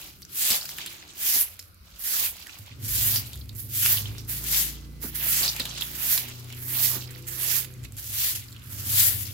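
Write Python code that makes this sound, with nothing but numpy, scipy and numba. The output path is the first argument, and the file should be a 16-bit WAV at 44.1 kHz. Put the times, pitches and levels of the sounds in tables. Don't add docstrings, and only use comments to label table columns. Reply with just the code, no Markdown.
import sys
import numpy as np
from scipy import signal
from scipy.fft import rfft, irfft, next_fast_len
from scipy.io import wavfile
from scipy.ndimage import uniform_filter1d
from numba import njit

SR = 44100
rng = np.random.default_rng(int(sys.argv[2]) if len(sys.argv) > 2 else 0)


def voltage_ratio(decibels):
    exponent = np.asarray(decibels, float) / 20
    return 10 ** exponent


def bounce(signal):
    frames = np.transpose(np.atleast_2d(signal))
    limited = np.clip(frames, -1, 1)
    pcm = np.round(limited * 32767).astype(np.int16)
    wavfile.write(sys.argv[1], SR, pcm)


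N = 411453
T = np.arange(N) / SR
SIDES = np.array([[1], [-1]])

# (full contact [s], hold [s], twig tips [dB], rise [s], fall [s])
STROKES = [(0.395, .16, -25, .11, .09), (1.22, .19, -25, .08, .075), (2.057, .19, -25.5, .085, .11),
           (2.915, .25, -25, .12, .075), (3.788, .13, -24, .14, .16), (4.5, .11, -25, .17, .17),
           (5.28, .14, -24, .2, .14), (6.079, .065, -23.5, .3, .14), (6.787, .09, -24.5, .27, .19),
           (7.478, .1, -25, .21, .1), (8.16, .14, -28.5, .2, .16), (8.958, .075, -21.5, .24, .3)]
# (time [s], level [dB], hold [s], change while holding [dB])
DRAGS = [(0.0, -44.5, 0.23, -22), (0.601, -43, .17, -6), (0.783, -45.5, 0.071, -11),
         (0.867, -50.5, 0.3, -18), (1.466, -45.5, 0.1, -10), (1.597, -48.5, 0.085, -8.5),
         (1.895, -63, 0.071, 3), (1.996, -40, .03, 4), (2.346, -50.5, 0.35, -12), (2.59, -54, 0.078, -15),
         (2.847, -42, .05, 6), (3.25, -51, 0.11, 1), (3.392, -51.5, 0.1, -14), (3.561, -44, .03, 3),
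         (3.597, -41, 0.097, -15.5), (4.079, -52, 0.13, 0), (4.295, -30, .12, -12), (5.029, -33, .07, -9),
         (5.148, -37, .05, 0), (5.5, -38, .27, -15.5), (5.817, -35, .08, -10), (6.236, -45, 0.26, -15),
         (6.605, -47, .08, 3), (7.03, -59, .06, -6), (7.11, -52, .08, -4), (7.276, -36.5, .11, -5),
         (7.411, -36, .04, 0), (7.646, -46.5, .16, -20), (7.933, -59, .04, 3), (7.976, -41, .1, -2.5),
         (8.44, -52.5, .1, -5), (8.63, -59.5, 0.074, 8), (8.714, -41, 0.08, -6), (9.237, -47, .1, 3)]
# (time [s], body over treble [dB], low end over body [dB])
PRESSURE = [(.45, 1.5, -3.5), (1.3, -0.5, -1.5), (2.15, -2, -0.5), (3.0, 0, -4), (3.6, -3.5, -2.5),
            (3.85, 1.5, -4), (4.32, -1.5, 1), (4.55, 2.5, -4.5), (5.06, -3, 3.5), (5.33, -0.5, 0),
            (5.86, -2, 8), (6.1, -0.5, -2.5), (6.62, -3, 4), (6.8, -3.5, -1.5), (7.3, 0.5, 3),
            (7.52, -3, 0.5), (8.221, 3, -4), (8.74, 1, 1), (9.0, 0.5, -4.5)]
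# (frequency [Hz], density [dB per Hz])
TIP_TONE = [(590, -18.5), (1000, -15.5), (1350, -10.5), (1830, -4), (2410, -6.5), (3270, -4.5), (4020, -6),
            (4730, -4), (7530, -2.5), (8500, -5), (10100, -1.5), (11300, 4), (13000, 4), (15100, 3.5),
            (16000, -2)]
# (time [s], level [dB], gather [s], scatter [s], ring [Hz])
PILES = [(.54, -22.5, 0.23, 0.19, 4360), (1.38, -34, 0.45, 0.3, 4300), (2.24, -29.5, 0.31, 0.18, 4075),
         (3.15, -31.5, 0.44, 0.28, 4220), (3.921, -29.5, 0.11, 0.49, 4500), (4.55, -31.5, 0.4, 0.44, 3720),
         (5.27, -29.5, 0.25, 0.1, 3250), (5.45, -22.5, 0.17, 0.14, 4418), (6.15, -31, 0.64, 0.6, 4550),
         (6.78, -29, 0.17, 0.44, 3532), (6.96, -29.5, 0.41, 0.13, 4920), (7.49, -34.5, 0.5, 0.41, 3620),
         (8.26, -38.5, 0.48, 0.48, 3780), (9.0, -31, 0.41, 0.42, 4100)]
# (time [s], level [dB], hold [s], change while holding [dB])
TUMBLES = [(0.0, -39, 0.054, -0.5), (0.624, -37, 0.23, -3.5), (0.797, -32, 0.025, -5),
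           (0.865, -40, 0.29, -4.5), (1.87, -49, 0.1, 1.5), (2.325, -43, 0.25, 0.5),
           (2.668, -39, 0.086, -17), (3.256, -50, 0.065, 9), (4.08, -56, 0.22, -4),
           (5.54, -32.5, 0.28, -0.5), (6.405, -61, 0.13, 19.5), (7.061, -52, 0.13, 4), (7.42, -38, .04, 3),
           (7.858, -41.5, 0.011, -23), (8.497, -58, 0.081, 4), (9.208, -46.5, 0.15, 0.5)]
# (time [s], left over right [dB])
BROOM_PLACE = [(0.0, 0.0), (1.5, -2.5), (2.1, -4), (3.3, -.5), (3.56, -7), (3.77, -1), (4.24, -5),
               (4.62, 3.5), (4.99, -6), (5.53, -1.5), (6.08, -4.5), (6.4, -2), (6.86, -6.5), (7.58, -7),
               (8.26, .5), (8.7, -3.5), (9.07, 3.5)]
# (frequency [Hz], density [dB per Hz])
MURMUR_TONE = [(18, -32), (30, -10.5), (86, -4), (124, -12), (250, -15), (440, -22), (700, -34.5),
               (1460, -25.5), (3060, -33.5), (3580, -27.5), (8520, -44), (16000, -43)]
# (time [s], level [dB])
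LULL = [(0, 3), (1.2, 3), (1.6, -3.5), (2.0, -2), (2.5, -2.5), (3.6, -3), (4.5, 2), (9.33, -1)]
# (time [s], level [dB])
BRAKE_SQUEAL = [(4.58, -80), (4.66, -67), (5.01, -67), (5.06, -80)]
# (time [s], level [dB], pitch [Hz])
THUDS = [(.03, -58, 62), (.5, -51, 88), (1.35, -58, 65), (1.8, -52, 66), (1.92, -49, 52.2), (2.2, -55, 105),
         (2.28, -58, 72.5)]
# (time [s], peak [dB])
TICKS = [(0.1889, -48), (0.7513, -41), (0.808, -34), (1.1053, -43), (1.1357, -39), (1.7446, -43),
         (3.261, -36), (3.2908, -37), (6.5479, -35), (7.1125, -35), (7.1775, -38), (7.224, -38),
         (7.7392, -37), (8.4834, -41), (8.508, -40), (8.5204, -40), (8.5269, -37), (8.5648, -40),
         (8.5804, -45), (8.5953, -41), (8.6217, -44), (8.6626, -44)]
# (time [s], peak [dB], body over treble [dB], decay t60 [s])
FLICKS = [(.22, -30, -7.5, 0.017), (0.2504, -37.5, 1, 0.011), (.5043, -10, -13, 0.032),
          (0.6548, -30.5, 5.5, 0.033), (.6917, -32, 5, .015), (.785, -29.5, 7, 0.011),
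          (0.8616, -25, 3.5, 0.049), (1.0787, -37, -6, .012), (1.541, -38, -5, 0.0099),
          (1.5928, -29.5, -6, .03), (1.6265, -37, -5, 0.013), (2.3675, -33.5, -2, 0.018),
          (2.47, -36.5, 7, 0.017), (2.545, -41, -2, .012), (2.587, -35, -7, .035), (2.662, -39, -12, .015),
          (3.159, -21, 4, .015), (3.3328, -28.5, -3, 0.016), (3.357, -29.5, -9, .012),
          (3.3755, -37, -7, 0.01), (3.458, -41, -6, .012), (3.493, -35, -5, 0.014), (3.5285, -42, -13, .04),
          (3.5513, -36, -14, 0.037), (3.5997, -37, -2, .02), (3.861, -18.5, 8.5, 0.02),
          (4.145, -46, -9, .02), (4.1818, -32, -4, .012), (4.1877, -35.5, -8, .012),
          (4.249, -38, -12, .012), (4.4413, -21, -19, .02), (5.038, -31, -9, 0.019), (5.5318, -28, -1, .03),
          (5.5643, -21, -6, .03), (5.5976, -29.5, 12.5, 0.082), (5.654, -23.5, 3, 0.04),
          (5.7803, -31, 4, 0.035), (5.8104, -20.5, -2, .03), (6.1769, -12, -10, 0.018),
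          (6.4448, -38, -3, 0.029), (6.5017, -41, 8, .04), (6.526, -33, 1, 0.021), (7.1075, -32, -13, 0.03),
          (7.646, -33, 4, .015), (7.65, -34, 2, 0.019), (7.8313, -39, -10, 0.011),
          (7.8386, -36.5, -3, .015), (7.8475, -32, -5, 0.043), (7.9223, -32, -17, 0.013),
          (7.968, -33, -10, .03)]
# (frequency [Hz], level [dB])
FLICK_TREBLE = [(4500, -22), (6500, -6), (7400, 1.5), (8700, -8.5), (11500, -1.5), (15800, -12)]
FLICK_BODY = [(500, -32), (1500, -4.5), (4500, -1), (6500, -12)]
# (time [s], peak [dB], ring [Hz], crackle length [s])
SNAPS = [(0.225, -32, 5020, 0.0076), (0.249, -30.5, 5980, 0.0037), (0.506, -19, 4480, 0.059),
         (0.61, -28, 5020, 0.021), (0.657, -30, 5200, 0.011), (0.689, -27.5, 5330, 0.0098),
         (0.785, -26, 2100, 0.0038), (0.794, -41, 3300, 0.029), (0.87, -31, 3500, 0.025),
         (1.594, -30, 5500, 0.0085), (2.464, -39, 1700, 0.04), (2.492, -37.5, 2600, 0.017),
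         (3.159, -19.5, 4660, 0.028), (3.332, -34.5, 3920, 0.018), (3.376, -45, 4050, 0.017),
         (3.41, -37, 4100, .012), (3.492, -27.5, 4210, 0.004), (3.857, -29, 2360, 0.018),
         (3.97, -20, 3550, .015), (4.056, -29.5, 3200, 0.021), (4.112, -43, 4500, .02),
         (4.1823, -29, 4830, 0.0045), (4.191, -30, 4840, 0.0051), (5.427, -20, 4700, 0.05),
         (5.477, -15, 4730, 0.027), (5.532, -30, 4000, 0.009), (5.6, -17.5, 3940, 0.018),
         (5.654, -26, 3520, .02), (5.709, -30, 3404, 0.013), (5.777, -29, 3320, 0.025),
         (5.807, -25, 3550, 0.014), (5.82, -16, 3350, .006), (6.176, -17, 4070, 0.0052),
         (6.5, -41, 2500, 0.019), (6.529, -35.5, 2706, .012), (7.074, -35, 4545, 0.0053),
         (7.149, -36, 4440, .005), (8.482, -35, 4700, .005), (8.521, -41, 4200, 0.016),
         (8.562, -36.5, 3320, 0.0094), (8.617, -44, 3320, 0.013), (9.253, -31.5, 5000, 0.018)]
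# (time [s], peak [dB], pitch [Hz], decay t60 [s])
KNOCKS = [(0.505, -29, 209, 0.067), (1.359, -32.5, 268, 0.051), (2.217, -38, 242, 0.086),
          (3.158, -35, 179.4, 0.065), (3.873, -47, 180.4, 0.068), (5.037, -27, 240, 0.16),
          (5.408, -34, 305, 0.088), (5.599, -26.5, 262, 0.07), (6.957, -29.5, 286.1, 0.11)]
# (multiple of its pitch, level [dB])
KNOCK_MODES = [(1, -2), (1.3, -0.5), (.72, -7.5), (1.7, -5.5), (2.3, -8), (3.1, -22)]
# (time [s], pipe [dB], boom over pipe [dB])
LUMPY = [
    [(2.66, -54, 1), (2.702, -41.5, -22), (2.852, -38, -13), (2.914, -43.5, 9.5), (3.108, -38.5, -5),
     (3.306, -45, 2), (3.534, -41.5, 5), (3.65, -39.5, -9), (4.05, -42, 3)],
    [(7.75, -43, -9), (7.938, -45, -0.5), (8.03, -52, 7), (8.198, -48, 3), (8.34, -49, 3),
     (8.712, -43.5, -12), (8.894, -36.5, -11), (9.1, -37.5, -2), (9.33, -40.5, -14)],
]
# (time [s], crank rate [Hz], every second blow weaker by [dB])
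CRANK = [(2.66, 20, 3), (2.8, 26.5, 0), (3.1, 26, 0), (3.3, 21.5, 3), (3.45, 26, 3), (3.6, 23.5, 4),
         (3.8, 25, 2), (4.05, 26, 0), (7.75, 31.5, 0), (7.95, 24.5, 0), (8.5, 24, 2), (8.65, 28.9, 9),
         (9.33, 28.7, 10)]
# (delay [s], level [dB])
YARD_ECHOES = [(0.016, -4.5), (.031, -1.5), (0.059, -7.5)]
# (time [s], firing rate [Hz], level [dB], wall path favours 4th multiple over 2nd [dB])
PULL = [(3.9, 24.85, -62, -3), (4.099, 26.73, -39.5, 6), (4.27, 27.8, -40.5, 5.5), (4.6, 28.33, -42.5, -15),
        (5.7, 29.13, -45, -0.5), (6.05, 30.14, -50, -1), (6.429, 30.28, -42.5, 20),
        (6.95, 30.77, -40.5, 16), (7.4, 31.46, -46, 9.5), (7.78, 31.74, -42.5, 12), (7.9, 30.85, -46, 4)]
# (frequency [Hz], level [dB])
BARK = [(190, -2), (245, -5), (300, -4.5), (370, -4), (430, -7), (500, -11), (600, -17)]
# (multiple, start [s], end [s], level [dB])
CLEAR = [(8, 4.0, 4.2, -58), (11, 4.05, 4.9, -59), (8, 4.6, 5.35, -57), (11, 5.0, 5.5, -60),
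         (12, 5.7, 6.05, -60), (8, 5.55, 6.15, -58), (8, 6.2, 6.95, -54), (10, 5.7, 6.1, -60),
         (13, 6.15, 6.65, -62), (10, 4.3, 5.0, -59), (9, 4.0, 4.45, -59), (12, 7.0, 7.8, -60),
         (16, 7.05, 7.8, -64), (11, 7.2, 7.6, -61)]
# (frequency [Hz], level [dB])
ROAR_TONE = [(30, -40), (60, -25), (130, 4.0), (300, 1.5), (700, -17.0), (1500, -23.0)]


def unit(x):
    return x / np.sqrt(np.mean(x ** 2))


def over_time(table):
    s, *columns = np.transpose(table)
    return [np.interp(T, s, column) for column in columns]


def colour(x, points):
    size = next_fast_len(N)
    hz, db = np.transpose(points)
    bins = np.arange(size // 2 + 1) * SR / size
    gain = voltage_ratio(np.interp(np.log(bins + 1), np.log(hz), db))
    return irfft(rfft(x, size) * gain, size)[..., :N]


def ring(x, hz, width_hz):
    return signal.lfilter(*signal.iirpeak(hz, hz / width_hz, SR), x)


def walk(rate):
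    steps = rng.standard_normal(600)
    place = T * rate
    k = place.astype(int)
    share = .5 - .5 * np.cos(np.pi * (place - k))
    return 1.15 * (steps[k % 600] * (1 - share) + steps[(k + 1) % 600] * share)


@njit
def grains(start, hz, t60, left, right, lag):
    out = np.zeros((2, N + 20000))
    for k in range(len(start)):
        turn = np.exp(2j * np.pi * hz[k] / SR - np.log(1000) / (t60[k] * SR))
        z, rise, rise_step = 1 + 0j, 1., np.exp(-1.5 * hz[k] / SR)
        first = start[k] + 40
        for i in range(first, first + int(t60[k] * SR)):
            z *= turn
            rise *= rise_step
            out[0, i] += left[k] * z.imag * (1 - rise)
            out[1, i + lag[k]] += right[k] * z.imag * (1 - rise)
    return out[:, 40:N + 40]


def swells(s, hold, db, change_db, rise, fall, arch_db=0., shoulder=0.99):
    t = T[::64]
    columns = (s, hold, db, change_db, rise, fall)
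    s, hold, db, change_db, rise, fall = (np.reshape(c, (-1, 1)) for c in columns)
    along = np.clip((t - s) / np.maximum(hold, 1e-3), 0, 1)
    edges = (np.maximum(s - t, 0) / rise + np.maximum(t - s - hold, 0) / fall) ** shoulder
    level_db = db + change_db * along + arch_db * np.sin(np.pi * along) - 30 * edges
    return np.interp(T, t, np.sum(voltage_ratio(level_db) ** 2, axis=0))


def gestures():
    press_db, arch_db = 2.5, 2.5
    s, hold, db, rise, fall = np.transpose(STROKES)
    strokes = swells(s, hold, db - press_db - arch_db / 2, press_db, rise, fall, arch_db, shoulder=1.3)
    s, db, hold, change_db = np.transpose(DRAGS)
    drags = swells(s, hold, db, change_db, rise=.028, fall=.04)
    tips = strokes + drags + voltage_ratio(-68.5) ** 2
    s, db, hold, change_db = np.transpose(TUMBLES)
    loose = swells(s, hold, db, change_db, rise=0.066, fall=0.18)
    s, db, gather, scatter, hz = np.transpose(PILES)
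    piles = swells(s, 0, db, 0, gather, scatter)
    carried = drags * voltage_ratio(-15.5) ** 2
    leaves = piles + loose + carried + voltage_ratio(-98) ** 2
    leaves_hz = np.interp(T, s, hz) * 2 ** (0.21 * walk(9.7))
    return 10 * np.log10(tips), 10 * np.log10(leaves / tips), leaves_hz


def ticks(rate, spread_db):
    hit = rng.random((2, N)) < rate / SR
    strength_db = spread_db * rng.exponential(size=(2, N)).clip(0, 6)
    x = hit * rng.standard_normal((2, N)) * voltage_ratio(strength_db)
    return unit(x / np.sqrt(rate))


def patchy(x, body_db, low_db, patch_db, rate):
    size = next_fast_len(N)
    spectrum = rfft(x, size)
    bins = np.arange(size // 2 + 1) * SR / size
    place = 2 * np.log2(bins / 700 + 1e-3).clip(0, 4.5)
    out = 0
    for k in range(10):
        band = irfft(spectrum * np.clip(1 - abs(place - k), 0, 1), size)[..., :N]
        out = out + band * voltage_ratio(patch_db * walk(rate) + body_db * (k < 8) + low_db * (k < 4))
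    return unit(out)


def scrape(busy, count, centre_hz, octaves, cycles, spread_db):
    total = np.cumsum(busy)
    u = rng.random((count, 6)).T
    start = np.searchsorted(total, u[0] * total[-1])
    hz = centre_hz[start] * 2 ** (octaves * (u[1] + u[5] - 1))
    size = voltage_ratio(-spread_db * np.log(u[2] + 0.0018)) / np.sqrt(busy[start])
    lean = voltage_ratio(8.9 * (u[3] - .5))
    lag = (44 * (u[4] - .5)).astype(np.int64)
    return unit(grains(start, hz, cycles / hz, size * lean, size / lean, lag))


def broom():
    tips_db, leaves_db, leaves_hz = gestures()
    busy = np.clip(voltage_ratio(.6 * (tips_db + 30)), .28, 1)
    loose = 1 - busy
    packed = busy.clip(.5)
    body_db, low_db = over_time(PRESSURE)
    tips = colour(ticks(14000 * busy, spread_db=0.9), TIP_TONE)
    tips = patchy(tips, body_db, low_db, patch_db=1.8, rate=14.) * voltage_ratio(4.0)
    tips = tips * voltage_ratio((.9 + 1.8 * loose) * walk(70))
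    leaves = scrape(packed, count=30000, centre_hz=leaves_hz, octaves=1.1, cycles=14, spread_db=1.8)
    leaves = leaves * voltage_ratio(leaves_db - 7.0 + (2.5 + 0.3 * loose) * walk(40))
    edges = scrape(packed, count=9000, centre_hz=6900 + 0 * T, octaves=.3, cycles=9, spread_db=2.5)
    edges = edges * voltage_ratio(leaves_db - 18.5 + 5.0 * walk(30))
    stalks = scrape(packed, count=11000, centre_hz=1500 + 0 * T, octaves=1.5, cycles=4, spread_db=1.5)
    stalks = stalks * voltage_ratio(leaves_db - 16.0)
    return (tips + leaves + edges + stalks) * voltage_ratio(tips_db)


def yard():
    murmur, swell = 0, walk(0.87)
    mid, side = colour(rng.standard_normal((2, N)), MURMUR_TONE)
    lull_db, = over_time(LULL)
    for hz in 40 * 2 ** np.arange(0, 9.):
        edges = [hz / 2 ** .5, min(hz * 2 ** .5, 16000)]
        octave = signal.butter(2, edges, "band", fs=SR, output="sos")
        width = min(0.3 + hz / 1500, 1)
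        pair = signal.sosfilt(octave, mid + width * SIDES * side)
        murmur = murmur + pair * voltage_ratio(.6 * swell + 1.2 * walk(6) + (100 < hz < 500) * lull_db)
    squeal_db = np.interp(T, *np.transpose(BRAKE_SQUEAL), -120, -120)
    squeal = np.sin(2 * np.pi * 2015 * T + .7 * walk(12)) * voltage_ratio(squeal_db)
    return unit(murmur) * voltage_ratio(-53.5) + squeal


def thuds():
    s, db, hz = np.transpose(THUDS)
    start = (s * SR).astype(np.int64)
    t60 = 0.17 + 0 * s
    return grains(start, hz, t60, voltage_ratio(db + 13), voltage_ratio(db + 12.0), 0 * start)


def flicks():
    t = T[:int(.08 * SR)]
    tick_body_db, tick_t60 = -14, 0.022
    rows = list(FLICKS) + [(s, db, tick_body_db, tick_t60) for s, db in TICKS]
    noise = rng.standard_normal((len(rows), 3, len(t)))
    treble, body = np.zeros((2, 2, N))
    for (s, db, body_db, t60), (both, *apart) in zip(rows, noise):
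        decay = voltage_ratio(db - 8 - 60 * t / max(t60, .004))
        crack = 1 + 1.8 * np.exp(-t / .0007)
        burst = (1.3 * both + .7 * np.array(apart)) * decay * crack
        span = slice(int(s * SR), int(s * SR) + len(t))
        treble[:, span] += burst
        body[:, span] += burst * voltage_ratio(body_db)
    return colour(treble, FLICK_TREBLE) + colour(body, FLICK_BODY)


def cascade(s, db, length, pitch, u, cycles, fall_db, count):
    late = (np.arange(u.shape[1]) >= count) * u[..., 0] ** 1.5
    size = voltage_ratio(db[:, None] - fall_db * late - 6.9 * u[..., 1]).ravel()
    when = s[:, None] + 0.0016 * u[..., 2] + late * length[:, None]
    start = (when * SR).astype(np.int64).ravel()
    lag = (24 * (u[..., 3] - .5)).astype(np.int64).ravel()
    hz = pitch.ravel()
    return grains(start, hz, cycles / hz + 0.011, size, size, lag)


def snaps():
    s, db, hz, length = np.transpose(SNAPS)
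    length = length.clip(.003, .08)
    u = rng.random((len(s), 20, 6))
    ring_hz = hz[:, None] * 2 ** (0.44 * (u[..., 4] + u[..., 5] - 1))
    crowd_db = 10 * np.log10(length / .024)
    return cascade(s, db + crowd_db, length, ring_hz, u, cycles=9.2, fall_db=6.0, count=1)


def knocks():
    s, db, hz, t60 = np.transpose(KNOCKS)[:, :, None]
    ratio, mode_db = np.transpose(KNOCK_MODES)
    start = (s * SR + 0 * ratio).astype(np.int64).ravel()
    size = voltage_ratio(db + mode_db).ravel()
    mode_t60 = (t60 / ratio ** 1.5).ravel()
    wood = grains(start, (hz * ratio).ravel(), mode_t60, size, size, 0 * start)
    u = rng.random((len(s), 24, 5))
    grit_hz = 230 * 2 ** (3.2 * u[..., 4])
    grit = cascade(s[:, 0], db[:, 0] - 7, 0.35 * t60[:, 0], grit_hz, u, cycles=6, fall_db=8, count=3)
    return voltage_ratio(-3.5) * wood + grit


def bike():
    cough = np.zeros(N)
    cough[int(2.592 * SR)] = voltage_ratio(23.5)
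    x = ring(ring(cough, 102.4, 9.8), 88, 45) + sum(lumpy(rows) for rows in LUMPY) + pull()
    both, apart = rng.standard_normal((2, N))
    roar = unit(colour(both + 0.48 * SIDES * apart, ROAR_TONE))
    roar = roar * np.sqrt(uniform_filter1d(x ** 2, 4000) + 1e-12) * voltage_ratio(-14.0)
    echo = np.roll(x, int(.021 * SR)) * voltage_ratio(-13) * (T > 1)
    return x * voltage_ratio(SIDES * -.3) - SIDES * echo + roar


def lumpy(rows, uneven_db=2.0, bark_db=-19):
    pipe_db, boom_db = over_time(rows)
    hz, weak_db = over_time(CRANK)
    begin, end = rows[0][0], rows[-1][0]
    on = (T > begin) & (T < end)
    at = np.flatnonzero(np.diff(np.floor(np.cumsum(hz * on) / SR)))
    late, uneven = rng.standard_normal((80, 2))[:len(at)].T
    hit = (at + .0012 * SR * late).astype(int).clip(0, N - 1)
    blows = np.zeros(N)
    blows[hit] = voltage_ratio(uneven_db * uneven - np.arange(len(at)) % 2 * weak_db[at])
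    for delay_s, db in YARD_ECHOES:
        blows += voltage_ratio(db) * np.roll(blows, int(delay_s * SR))
    pipe = ring(ring(ring(blows, 92.0, 42), 97.7, 27.0), 108.5, 42)
    boom = ring(ring(blows, 50, 14), 65, 25)
    bark = ring(ring(ring(blows, 241.0, 37), 219, 72.0), 397, 210)
    pipe, boom, bark = (x / np.std(x[on]) for x in (pipe, boom, bark))
    exhaust = pipe + voltage_ratio(boom_db - 8.0) * boom + voltage_ratio(bark_db) * bark
    return (T > begin) * voltage_ratio(pipe_db + 2.5) * exhaust


def pull(waver_db=0.7, far_waver_db=3.0):
    hz, level_db, favour_db = over_time(PULL)
    second_db = level_db - 10 * np.log10(1 + voltage_ratio(favour_db) ** 2)
    fourth_db = level_db - 10 * np.log10(1 + voltage_ratio(-favour_db) ** 2)
    third_db = np.maximum(second_db, fourth_db) - 8.0
    fifth_db = level_db - 6 - np.maximum(favour_db, 0)
    low_db = [second_db - 28, second_db, third_db, fourth_db, fifth_db, fifth_db - 5.5]
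    high_db = [level_db - 24 + np.interp(k * hz, *np.transpose(BARK)) for k in range(7, 19)]
    turn = 2 * np.pi * np.cumsum(hz) / SR
    x = 0
    for k, db in enumerate(low_db + high_db):
        waver = walk(3.4) * waver_db if k < len(low_db) else walk(2.237) * far_waver_db
        drift = .06 * k * walk(4)
        x += voltage_ratio(db + waver) * np.sin((k + 1) * turn + k * k + drift)
    x += clear(turn)
    fade = np.clip(np.minimum(T - PULL[0][0], PULL[-1][0] - T) / 0.031, 0, 1)
    return np.sqrt(2) * fade * x


def clear(turn):
    x = 0
    for k, begin, end, db in CLEAR:
        fade = np.clip(np.minimum(T - begin, end - T) / .08 + .5, 0, 1)
        x = x + voltage_ratio(db + 1.0 * walk(3)) * fade * np.sin(k * turn + k)
    return x


def scene():
    left_over_right_db, = over_time(BROOM_PLACE)
    pan = voltage_ratio(SIDES * left_over_right_db / 2)
    near = (broom() + snaps() + flicks()) * pan + knocks()
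    t = T[:int(.25 * SR)]
    slap = rng.standard_normal((2, len(t))) * voltage_ratio(-60 * t / 0.17) * (t > .003)
    slapped = signal.fftconvolve(near, slap, axes=1)[:, :N]
    return near + voltage_ratio(-36) * slapped + bike() + yard() + thuds()


def low_pass(x):
    return signal.sosfilt(signal.butter(12, 17070, fs=SR, output="sos"), x)


def record(dry):
    bass = signal.butter(3, 38, "high", fs=SR, output="sos")
    top = signal.ellip(10, .3, 50, 15800, fs=SR, output="sos")
    mix = signal.sosfilt(np.vstack([bass, top]), dry)
    return low_pass(mix)


dry = scene()
out = record(dry)
bounce(out)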